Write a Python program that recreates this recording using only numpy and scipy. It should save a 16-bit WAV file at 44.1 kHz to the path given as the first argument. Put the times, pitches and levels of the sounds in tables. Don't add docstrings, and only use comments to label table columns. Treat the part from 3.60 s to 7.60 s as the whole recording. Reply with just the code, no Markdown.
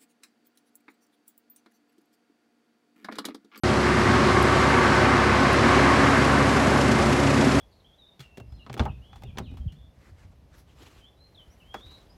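import sys
import numpy as np
from scipy.fft import rfft, irfft, next_fast_len
from scipy.io import wavfile
from scipy.ndimage import map_coordinates

SR = 44100
rng = np.random.default_rng(int(sys.argv[2]) if len(sys.argv) > 2 else 0)


def wrap_up_sound(samples):
    columns = np.atleast_2d(samples).T
    tamed = np.clip(columns, -1, 1)
    steps = np.round(tamed * 32767).astype(np.int16)
    wavfile.write(sys.argv[1], SR, steps)


N = 176400
T = np.arange(N) / SR

# shaft order, level/dB, gain when facing/dB, waver/dB
EXHAUST_ORDERS = [(3, -31, -1.2, 0.5), (4.5, -33, -2, 1.5), (6, -34.5, 6, 0.8), (9, -40, -7, 4),
                  (12, -37, 10, 1.5)]
# t/s, facing/0-1
FACING = [(1.9, 0.02), (2.2, 0.93), (2.95, 0.9), (3.2, 0.74), (3.5, 0.55), (3.75, 0.98), (4, 0.7)]
# t/s, level/dB
RUMBLE_LEVEL = [(0, -24.5), (.5, -23.5), (1.1, -25.2), (1.7, -24.8), (2.4, -24), (3, -23.5), (3.3, -23.5),
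                (3.6, -25.8), (4, -20.5)]
# f/Hz, level/dB
RUMBLE_SPECTRUM = [(35, -43), (55, -15.5), (80, -8), (120, -2.5), (155, -6.5), (195, -5), (212, 0),
                   (255, -0.5), (285, -4), (315, -9.5), (400, -7), (480, -26), (900, -47.5)]
def exhaust(shaft_hz=23.17, drift=0.0019, firings_per_turn=3, puff_depth=0.26):
    turns = np.cumsum(shaft_hz * (1 + drift * wobble(3.01))) / SR
    facing = curve(FACING)
    drone = 0
    for order, db, facing_db, waver_db in EXHAUST_ORDERS:
        rms = amp(db + facing_db * facing + waver_db * wobble(9))
        drone += np.sqrt(2) * rms * np.sin(2 * np.pi * (order * turns + rng.random()))
    puffs = 1 + puff_depth * np.cos(2 * np.pi * firings_per_turn * turns)
    return drone + amp(curve(RUMBLE_LEVEL)) * rush(RUMBLE_SPECTRUM, puffs)


# t/s, level/dB
BLOCK_LEVEL = [(0, -27), (.5, -27), (1.1, -24.5), (1.7, -25), (2.2, -23.5), (2.6, -25), (3.1, -23),
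               (3.6, -26), (4, -25.5)]
# f/Hz, level/dB
BLOCK_SPECTRUM = [(150, -21), (300, -1), (410, -2), (470, 0.5), (600, 1.5), (850, -4), (1300, -6.5),
                  (2200, -15), (3200, -20.5), (6000, -41)]
def engine_block():
    return amp(curve(BLOCK_LEVEL) + 0.13 * wobble(11)) * rush(BLOCK_SPECTRUM)


# t/s, level/dB
FAN_LEVEL = [(0, -29.5), (.45, -25), (.85, -25), (1.15, -23.5), (1.5, -22.5), (1.9, -24.5), (2.2, -22),
             (2.45, -22), (2.8, -25.5), (3.2, -28), (4, -30)]
# f/Hz, level/dB
FAN_SPECTRUM = [(400, -27), (700, -11.5), (900, -0.5), (1200, 2), (1400, -1.5), (1700, 0), (1900, -2),
                (2150, -3.5), (2500, -8.5), (3200, -16), (5000, -51)]
# f/Hz, width/Hz, lift/dB
HOUSING_MODES = [(1105, 220, 1.5), (1522, 28, 4), (2086, 27, 4.5)]
def fan():
    level = amp(curve(FAN_LEVEL) + 0.47 * wobble(15))
    flicker = amp(0.7 * wobble(120))
    return level * rush(FAN_SPECTRUM, flicker, HOUSING_MODES)


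# t/s, level/dB
HUM_LEVEL = [(0, -29), (.85, -29.5), (1.4, -30), (2.15, -28), (2.55, -34.5), (3, -37.5), (3.5, -30),
             (4, -42)]
# t/s, level/dB
LOW_WHINE_LEVEL = [(.25, -45), (.47, -31), (.8, -31.5), (1.1, -37), (1.5, -39), (1.75, -31.5),
                   (2.25, -29.5), (2.5, -41), (3.1, -53)]
# t/s, level/dB
HIGH_WHINE_LEVEL = [(.1, -46), (.7, -34.5), (1.2, -29.5), (1.5, -35.5), (2, -36), (2.3, -35), (2.55, -41),
                    (2.74, -30), (2.95, -36), (3.3, -45), (4, -41)]
# f/Hz, level/dB, peak t/s, beam sigma/s, off-beam loss/dB, flutter share/0-1
BEAMED_TONES = [(226.4, -23, 3.29, 0.11, 27, 0.3), (381.9, -30.5, 0.23, 1.04, 5.5, 0.23),
                (712, -40, 2.6, 1, 6, 0.25), (762.6, -36.5, 1.4, 1.07, 9, 0.12),
                (897, -37.5, 1.2, 0.72, 13, 0.3), (1040, -36, 1.84, 0.75, 22, 0.74),
                (1516, -38, 1.8, 1.3, 10, 0.57), (1615, -40, 1.6, .9, 16, 0.6),
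                (2094, -43, 1.5, 1.2, 14, 0.6)]
def whine():
    out = amp(curve(HUM_LEVEL)) * tone(hz=356.4, flutter_share=0.022)
    out += amp(curve(LOW_WHINE_LEVEL)) * tone(hz=1089, flutter_share=0.088)
    out += amp(curve(HIGH_WHINE_LEVEL)) * tone(hz=1142, flutter_share=0.2)
    for hz, db, peak_s, sigma_s, loss_db, flutter_share in BEAMED_TONES:
        off_beam = 1 - np.exp(-.5 * ((T - peak_s) / sigma_s) ** 2)
        out += amp(db - loss_db * off_beam) * tone(hz, flutter_share)
    return out


def tone(hz, flutter_share, drift=0.00253):
    flutter_hz = 21.93 * (hz / 1000) ** .6
    steady = np.sqrt(2 * (1 - flutter_share))
    flutter = np.sqrt(flutter_share) * (wobble(flutter_hz) + 1j * wobble(flutter_hz))
    cycles = np.cumsum(hz * (1 + drift * wobble(8))) / SR
    return np.real((steady + flutter) * np.exp(2j * np.pi * (cycles + rng.random())))


# t/s, level/dB
HISS_LEVEL = [(0, -35), (.3, -36.5), (.5, -35.5), (.9, -34.5), (1.15, -36.3), (1.4, -34.5), (1.7, -36),
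              (2.15, -33), (2.5, -36), (3, -38), (4, -38.3)]
# f/Hz, level/dB
HISS_SPECTRUM = [(1500, -29), (2700, 0), (3300, 0), (4100, 1.5), (5200, -1.5), (6500, -7.5), (8000, -10.5),
                 (9700, -18.5), (11700, -38)]
# t/s, level/dB
TREBLE_LEVEL = [(0, -52), (1, -48.5), (1.8, -55), (2.3, -44.5), (3, -45), (4, -43.5)]
# f/Hz, level/dB
TREBLE_SPECTRUM = [(4000, -10), (6500, 0.5), (8000, -2), (9700, -7), (11300, -8), (12000, -29)]
def hiss():
    lower = amp(curve(HISS_LEVEL) + .5 * wobble(13)) * rush(HISS_SPECTRUM)
    upper = amp(curve(TREBLE_LEVEL) + 1.3 * wobble(12)) * rush(TREBLE_SPECTRUM)
    return lower + upper


# place/turns, relative level/dB, sigma/turns
RASPS = [(.01, -8, 0.081), (.17, -5, .08), (.41, -8.5, 0.065)]
# t/s, level/dB
CLATTER_LEVEL = [(0, -70), (1.9, -47), (2.7, -41), (3.3, -38.5), (4, -37)]
# f/Hz, level/dB
CLATTER_SPECTRUM = [(1000, -16), (2500, 9.5), (3800, -1), (5200, 2), (7000, -2), (9000, -11),
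                    (11700, -13.5)]
def clatter(turn_hz=28.35):
    gate = 0
    for place, db, sigma in RASPS:
        offset_turns = (T * turn_hz - place + .5) % 1 - .5
        gate += amp(db) * np.exp(-.5 * (offset_turns / sigma) ** 2)
    unevenness = amp(1.9 * wobble(40))
    return amp(curve(CLATTER_LEVEL)) * rush(CLATTER_SPECTRUM, gate * unevenness)


# t/s, level/dB
SNAPS = [(.825, -28), (0.8274, -24.5), (1.931, -22)]
# f/Hz, level/dB
SNAP_SPECTRUM = [(3000, -25), (7000, -6), (9000, 0), (12000, -1)]
def ticks(snap_decay_s=.0007, scrape_decay_s=.008, scrape_db=-15):
    envelope = 0
    for onset_s, db in SNAPS:
        age_s = np.abs(T - onset_s)
        snap = np.exp(-age_s / snap_decay_s)
        scrape = amp(scrape_db) * np.exp(-age_s / scrape_decay_s)
        envelope += amp(db) * (T >= onset_s) * (snap + scrape)
    return coloured(envelope * rng.standard_normal(N), SNAP_SPECTRUM)


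# f/Hz, level/dB
WIND_SPECTRUM = [(5, -12), (15, -7), (40, -13), (120, 5), (400, -40)]
def wind(level_db=-51, gust_db=2.5):
    return amp(level_db + gust_db * wobble(4)) * rush(WIND_SPECTRUM)


def amp(db):
    return 10 ** (np.asarray(db) / 20)


def unit(x):
    return x / np.sqrt(np.mean(x ** 2) + 1e-20)


def curve(rows):
    return np.interp(T, *np.transpose(rows))


def wobble(rate_hz):
    return unit(map_coordinates(rng.standard_normal(2000), [T * rate_hz + 3], mode="wrap"))


def filtered(x, gain):
    size = next_fast_len(N + 8192)
    return irfft(rfft(x, size) * gain(np.fft.rfftfreq(size, 1 / SR)), size)[:N]


def coloured(x, spectrum, peaks=()):
    hz, db = np.transpose(spectrum)

    def gain(f):
        lift_db = sum(lift / (1 + (2 * (f - centre) / width) ** 2) for centre, width, lift in peaks)
        return amp(np.interp(np.log(f + 1), np.log(hz), db) + lift_db)
    return filtered(x, gain)


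def rush(spectrum, gate=1, peaks=()):
    return unit(coloured(gate * rng.standard_normal(N), spectrum, peaks))


def scene():
    machine = exhaust() + whine() + engine_block() + fan() + hiss() + clatter()
    return (machine + ticks() + wind())[None]


def record(dry):
    start_s, top_hz = .035, 11750
    return filtered(dry[0] * (T >= start_s), lambda hz: hz < top_hz)[None]


dry = scene()
out = record(dry)
wrap_up_sound(out)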